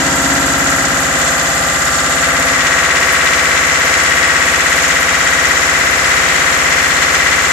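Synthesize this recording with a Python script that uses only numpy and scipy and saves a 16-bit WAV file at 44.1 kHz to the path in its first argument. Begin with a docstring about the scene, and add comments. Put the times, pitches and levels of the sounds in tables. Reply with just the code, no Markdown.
"""A diesel generator booms and clatters at 1980 rpm, heard first from inside its small board shed.
Every engine cycle repeats the same blows: an exhaust thump booms in the shed over a low air rumble,
and combustion and valve knocks set off dense echoes that ring in the engine block and walls.
The higher the pitch, the less exactly it repeats. About 2.4 seconds in, the microphone backs out
through the door: the boom falls away and a ring near 2 kHz comes forward."""
import sys
import numpy as np
from scipy import signal
from scipy.fft import rfft, irfft
from scipy.io import wavfile
from scipy.ndimage import uniform_filter1d, map_coordinates

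SR = 44100
rng = np.random.default_rng(int(sys.argv[2]) if len(sys.argv) > 2 else 0)


def transcribe(signal):
    """Save signal, clipped to [-1, 1], as a 16-bit WAV file at the path in sys.argv[1]."""
    frames = np.atleast_2d(signal).T
    limited = np.clip(frames, -1, 1)
    pcm = np.round(limited * 32767).astype(np.int16)
    wavfile.write(sys.argv[1], SR, pcm)


N = 331632
TIME, FREQ = np.arange(N) / SR, np.arange(N // 2 + 1) * SR / N + 1e-6
DOOR_S = 2.434  # when the microphone passes the door

# The blows of one engine cycle. Each row: place in the cycle from 0 to 1, pitch in Hz, spread in
# octaves, relative strength in dB, decay in seconds, direct sound in dB at the door, the same outside.
BLOW_PATTERN = [ (.034, 3900, .45, 4, 0.013, -10, -7), (.055, 7300, 0.22, 6, 0.0059, -10, -4.5),
                (.062, 1975, 0.092, 3.5, 0.0039, -12, 1), (.11, 2700, 0.28, -2, 0.011, -14, -10.5),
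                (.17, 1203, 0.16, -12, .004, -2.5, -14), (.28, 1970, 0.11, 0.5, .012, -13, 0.5),
                (.28, 7000, 0.36, 1.5, .0064, -14, -8), (.333, 623, .3, 3, 0.0046, -9, -4.5),
                (.44, 1900, 0.098, -4, .003, -10, 0.5), (.49, 512, 0.29, 2, 0.0071, -4, -8),
                (.54, 12100, .16, 8.5, .019, -20, -20), (.595, 7250, .35, 3.5, 0.0045, -11, -8.5),
                (.712, 560, .3, -1, .006, -7, -5), (.76, 1970, 0.13, -3, 0.0027, -5.5, 0),
                (.79, 4520, 0.52, 3, 0.0089, -17, -12.5), (0.821, 670, 0.21, -9, .004, -1, -12),
                (.86, 2200, 0.92, -3, .004, -10.5, -10.5), (.94, 1300, 0.3, -1, 0.011, -7.5, -6.5),
                (.99, 1944, 0.088, 1, .003, -12, 3.5), ]


def undb(db):
    """Turn decibels into a gain."""
    return 10 ** (np.asarray(db) / 20)


def spectrum(table, column=1):
    """Read a table's dB column at every frequency."""
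    columns = np.transpose(table)
    return np.interp(np.log(FREQ), np.log(columns[0]), columns[column])


def pitch_band(hz, octaves):
    """A gain that is 1 at one pitch and fades to either side."""
    return np.exp(-(np.log2(FREQ / hz) / octaves) ** 2)


def colour(x, gain):
    """Filter a sound with one gain for each frequency."""
    return irfft(rfft(x) * gain, N)


def wander(rate_hz):
    """A smooth random drift, mostly between -1 and 1."""
    hold = int(SR / rate_hz)
    steps = np.repeat(rng.standard_normal(N // hold + 1), hold)
    return uniform_filter1d(uniform_filter1d(steps, hold), hold)[:N]


def passing(at_s, ease_s):
    """A smooth step from 0 to 1 as the microphone passes a place."""
    return (1 + np.tanh((TIME - at_s) / (2 * ease_s))) / 2


def swell(at_s, half_s):
    """A smooth rise to 1 and fall around a moment."""
    return np.exp(-((TIME - at_s) / half_s) ** 2)


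def air_rumble(outside, inside_db=3.5, side_db=-11):
    """Swirling air rumbles, stronger inside the shed and nearly the same left and right."""
    # The rumble outside. Each row: pitch in Hz, level in dB per Hz.
    rumble_levels = [(12, -76), (35, -72), (60, -63), (110, -65.5), (220, -60), (350, -63), (480, -66),
                     (900, -62.5), (1500, -84)]
    middle, side = rng.standard_normal((2, N))
    noise = middle + undb(side_db) * side * np.array([[1], [-1]])
    return colour(noise, np.sqrt(SR / 2) * undb(spectrum(rumble_levels))) * undb(inside_db * (1 - outside))


def exhaust_boom(cycle, outside, thump_place=.63, waver_db=1.2, lateness=.3, right_radians=.39):
    """The lowest exhaust tones join in one thump a cycle; higher ones come late off the walls."""
    # The boom's tones. Each row: multiple of the cycle rate, level in dB inside, level in dB outside.
    tones = [(3, -41, -45.5), (4, -33.5, -37), (5, -39, -37), (6, -47, -47.5), (7, -33.5, -45),
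             (8, -33.5, -42.5), (9, -38, -40.5), (10, -29.5, -39), (11, -38.5, -45.5), (12, -39, -49.5),
             (13, -37, -65), (14, -32, -44.5), (15, -57, -61), (16, -27.5, -36), (17, -25, -44.5),
             (18, -61, -39.5), (19, -31.5, -55), (20, -39, -46.5), (21, -36, -62), (22, -42, -38.5),
             (23, -41, -45.5), (24, -38, -60)]
    out = np.zeros((2, N))
    for multiple, in_db, out_db in tones:
        above = max(multiple - 5, 0)
        scatter = min(above / 2, 1) * rng.standard_normal() - lateness * above ** 2
        angle = 2 * np.pi * multiple * (cycle - thump_place) + scatter + .08 * multiple * wander(2.96)
        level = np.sqrt(2) * undb(in_db + outside * (out_db - in_db) + waver_db * wander(8.3))
        lean_db = np.clip(1.2 * np.log2(multiple / 8), -.9, .9)  # the deepest tones lean right
        out[0] += level * undb(lean_db) * np.cos(angle)
        out[1] += level * undb(-lean_db) * np.cos(angle + right_radians)
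    return out


def standing_waves(x, inside, walk_m_s=.322, sound_m_s=343, width_hz=18):
    """Waves trapped between the walls swell and sink once for each half wavelength walked."""
    # The shed's standing waves. Each row: pitch in Hz, swing in dB, time of one loud spot in seconds,
    # share of the walk that runs along the wave.
    waves = [(270, 3, 2.55, 0.94), (510, 4, 2.25, 1), (690, 2.5, 2.35, 0.82), (947, 10, 0.14, 0.18),
             (1192, 8, 1.9, 0.11), (1354, 3, 0.45, 0.24)]
    out = x
    for hz, swing_db, loud_s, along in waves:
        band = colour(x, np.exp(-((FREQ - hz) / width_hz) ** 2))
        half_waves = along * walk_m_s * (TIME - loud_s) * 2 * hz / sound_m_s
        out = out + band * (undb(swing_db * inside * np.cos(2 * np.pi * half_waves)) - 1)
    return out


def door_spill(x, swing_db=1.2, reach_s=.38):
    """The middle pitches are shaded just short of the door and spill out just past it."""
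    past = (TIME - DOOR_S) / reach_s
    middle = colour(x, pitch_band(hz=1340, octaves=.93))
    return x + middle * (undb(swing_db * past * np.exp((1 - past ** 2) / 2)) - 1)


def door_frame(x, thud_db=1.8, clank_db=2.5):
    """The clanks, then the thuds, grow heavier as the microphone enters the door frame."""
    thuds = colour(x, pitch_band(hz=380, octaves=.7))
    clanks = colour(x, pitch_band(hz=2100, octaves=.61))
    thud_gain = undb(thud_db * swell(2.43, half_s=.14))
    clank_gain = undb(clank_db * swell(2.27, half_s=.12))
    return x + thuds * (thud_gain - 1) + clanks * (clank_gain - 1)


def shed_rings(x, outside, away, sharp_hz=16, blurred_hz=70, low_edge_hz=365, tick_db=3):
    """Block and walls ring; the doorway brings out the 2 kHz ring, and further off the rings blur."""
    # The clatter's broad tone. Each row: pitch in Hz, level in dB per Hz inside, the same outside.
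    clatter_levels = [(414, -62, -55.5), (662, -48.5, -52.5), (930, -55, -55), (1164, -51, -49),
                      (1444, -45.5, -44.5), (1795, -45.5, -43.5), (2032, -45.5, -42.5), (2080, -52.5, -45),
                      (3050, -55, -52), (4650, -59, -58), (5570, -58.5, -56), (7190, -63, -65.5),
                      (10020, -75, -74.5), (12800, -72, -73.5), (15000, -89, -88)]
    # Rings of block, covers and walls. Each row: pitch in Hz, lift in dB inside, lift in dB outside.
    rings = [(385, 0, 3), (495, 8, 9.5), (544, 11, 7.5), (675, 7, 9.5), (794, 7.5, 4), (980, 3, 8),
             (1048, 7, 4), (1120, 5, 11), (1157, 2, 8.5), (1184, 7, 0), (1233, 5, 1), (1304, 3, 4.5),
             (1351, 9, 4.5), (1440, 2, 3), (1486, 2, 2), (1542, 5, 4.5), (1598, 7, 5), (1680, 3, 4.5),
             (1750, 0, 3), (1845, 3, 3.5), (1903, 8, 12.5), (2028, 6, 9.5), (2130, 0, 4), (2296, 2, 4)]
    ring_hz, in_db, out_db = np.transpose(rings)
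    sharp, blurred = (sharp_hz / width * np.exp(-((FREQ - ring_hz[:, None]) / width) ** 2)
                      for width in (sharp_hz, blurred_hz))
    low_cut = np.sqrt(SR / 2 / (1 + (low_edge_hz / FREQ) ** 20))
    open_db = spectrum(clatter_levels, column=2)
    ticking_db = tick_db * pitch_band(hz=4530, octaves=.43)  # brighter ticking further off
    within = colour(x, low_cut * undb(spectrum(clatter_levels) + in_db @ sharp))
    beyond = colour(x, low_cut * undb(open_db + out_db @ sharp))
    far = colour(x, low_cut * undb(open_db + ticking_db + out_db @ blurred))
    return within + outside * (beyond - within) + away * (far - beyond)


def sound_paths(hz, walked, drift_hz=13000, apart_hz=900, left_lag_s=.00006):
    """Each pitch reaches the microphone with its own phase, which drifts with the distance walked."""
    start = 2 * np.pi * rng.random(len(hz))
    # Short waves reach the two sides by unrelated paths; long ones reach the left a little late.
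    sides = np.minimum(hz / apart_hz, 1.8) * rng.standard_normal((2, 1, len(hz))) / np.sqrt(2)
    sides[0] -= 2 * np.pi * hz * left_lag_s
    drift = walked * hz / drift_hz * rng.standard_normal(len(hz))
    return np.exp(1j * (start + sides + drift))


def treble_patches(hz, turns, depth_db=3.2, full_depth_hz=3600):
    """Narrow patches of the treble swell and sink for a while; the broad tone stays even."""
    patches = uniform_filter1d(rng.standard_normal((2, turns, len(hz))), size=9, axis=1, mode="wrap")
    patches = uniform_filter1d(patches, size=4, axis=2)
    strength = undb(depth_db * np.minimum((hz / full_depth_hz) ** 2, 1) * patches / patches.std())
    return strength / np.sqrt(uniform_filter1d(strength ** 2, size=35, axis=2))


def echo_wash(cycle, pace, at_door, in_open, loose_radians=.27, loose_hz=7500, size=4096, tones=900):
    """Direct knocks and dense echoes come back every cycle and shift as the microphone moves."""
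    turns = int(cycle[-1]) + 2
    each_turn = lambda control: np.interp(np.arange(turns), cycle, control)[:, None]
    multiple = np.arange(tones)
    hz = np.maximum(multiple, 1) * cycle[-1] / TIME[-1]
    walked = np.cumsum(each_turn(pace), axis=0)
    # The direct sound of a blow arrives all at once; the echoes fill the gaps.
    place, blow_hz, octaves, _, _, door_db, open_db = np.transpose(BLOW_PATTERN)
    shapes = np.exp(-(np.log2(hz[:, None] / blow_hz) / octaves) ** 2 / 2)
    delays = np.exp(-2j * np.pi * multiple[:, None] * place)
    direct_gain = each_turn(at_door) * undb(door_db) + each_turn(in_open) * undb(open_db)
    direct = (sound_paths(blow_hz, walked) * direct_gain) @ (shapes * delays).T
    phase = np.angle(direct + sound_paths(hz, walked))
    # No two blows land quite alike, which matters most in the treble.
    phase += np.hypot(loose_radians, hz / loose_hz) * rng.standard_normal((2, turns, tones))
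    waves = irfft(treble_patches(hz, turns) * np.exp(1j * phase) * (hz > 300), size)
    wash = np.array([map_coordinates(side.ravel(), [cycle * size], order=3) for side in waves])
    return wash / wash.std() * np.sqrt(2 * hz[-1] / SR)


def blow_forces(cycle, cycle_db=.64, blow_db=2.1):
    """Whole cycles fire harder or softer, and each blow also varies on its own."""
    chance = rng.standard_normal((int(cycle[-1]) + 3, len(BLOW_PATTERN) + 1))
    return undb(cycle_db * chance[:, :1] + blow_db * chance[:, 1:])


def engine_knocks(cycle, force, wash, bite, flutter_db=.88, rise_s=.00052, bands=15):
    """Each blow lifts its own pitches out of the wash and dies away; bite sets how far."""
    place, blow_hz, octaves, blow_db, decay_s, _, _ = np.transpose(BLOW_PATTERN)
    powers = []
    for k in range(len(BLOW_PATTERN)):
        turn, part = np.divmod(cycle - place[k] + 1, 1)
        age_s = part * TIME[-1] / cycle[-1]
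        strength = undb(blow_db[k]) * force[turn.astype(int), k]
        powers.append(strength ** 2 * (1 - np.exp(-age_s / rise_s)) * np.exp(-age_s / decay_s[k]))
    band_hz = np.geomspace(500, 12500, bands)
    reach = np.exp(-(np.log2(band_hz[:, None] / blow_hz) / octaves) ** 2 / 2)
    out = 0
    for share, power in zip(np.eye(bands), reach @ np.array(powers)):
        band = colour(wash, np.interp(np.log(FREQ), np.log(band_hz), share))
        lift = (1 + bite * power) / (1 + bite * power.mean())
        out = out + band * np.sqrt(lift) * undb(flutter_db * wander(13))
    return out


def engine_clatter(cycle, clear):
    """Combustion and valve knocks echo in the shed and stand out most in the open door."""
    # Firings that can land harder. Each row: time in seconds, extra level in dB.
    hard_firings = [(7.028, 2), (7.154, 2.5), (7.47, 0)]
    # The microphone's right side has its own resonance and faces away from the engine.
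    # Each row: pitch in Hz, right minus left in dB.
    right_side = [(420, -1.5), (800, -1.5), (1100, -3.5), (1500, -5), (2000, -7.5), (2800, -4), (4000, -3),
                  (5500, -1), (6200, 4.5), (6850, 14), (7550, 15.5), (8500, 9.5), (10000, 9), (14000, 4)]
    outside = passing(DOOR_S, ease_s=.19)
    away = passing(8, ease_s=.25)  # a move further off, only just starting at the end
    pace = .844 - .525 * outside + .151 * away  # the walk slows past the door
    bite = .79 - .31 * outside + .46 * swell(DOOR_S, half_s=.2) + .4 * away
    at_door = swell(1.97, half_s=.98) * (1 - clear)
    force = blow_forces(cycle)
    wash = shed_rings(echo_wash(cycle, pace, at_door, clear), outside, away)
    clatter = engine_knocks(cycle, force, wash, bite)
    clatter *= undb(sum(db * swell(at_s, half_s=.011) for at_s, db in hard_firings))
    clatter[1] = colour(clatter[1], undb(spectrum(right_side)))
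    return clatter


def scene():
    """One crankshaft times the boom and the clatter while the microphone backs out of the shed."""
    # The governor holds the speed almost steady. Each row: time in seconds, four-stroke cycles a second.
    speeds = [(0, 16.503), (1.9, 16.531), (3.1, 16.494), (6.2, 16.526), (7.52, 16.568)]
    cycle = np.cumsum(np.interp(TIME, *np.transpose(speeds))) / SR
    clear = passing(2.62, ease_s=.045)  # the microphone clears the door frame
    # Backing away from the engine makes most of the boom's fall; the door frame makes the rest.
    boom_outside = .68 * passing(.99, ease_s=.42) + .32 * clear
    engine = door_spill(engine_clatter(cycle, clear)) + exhaust_boom(cycle, boom_outside)
    return door_frame(standing_waves(engine, inside=1 - clear) + air_rumble(boom_outside))


def record(dry, ceiling=.92, top_hz=14600):
    """Round off the tallest peaks and cut the highest treble."""
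    rounded = dry / (1 + (dry / ceiling) ** 6) ** (1 / 6)
    return signal.sosfilt(signal.ellip(10, .2, 80, top_hz, fs=SR, output="sos"), rounded)


dry = scene()
out = record(dry)
transcribe(out)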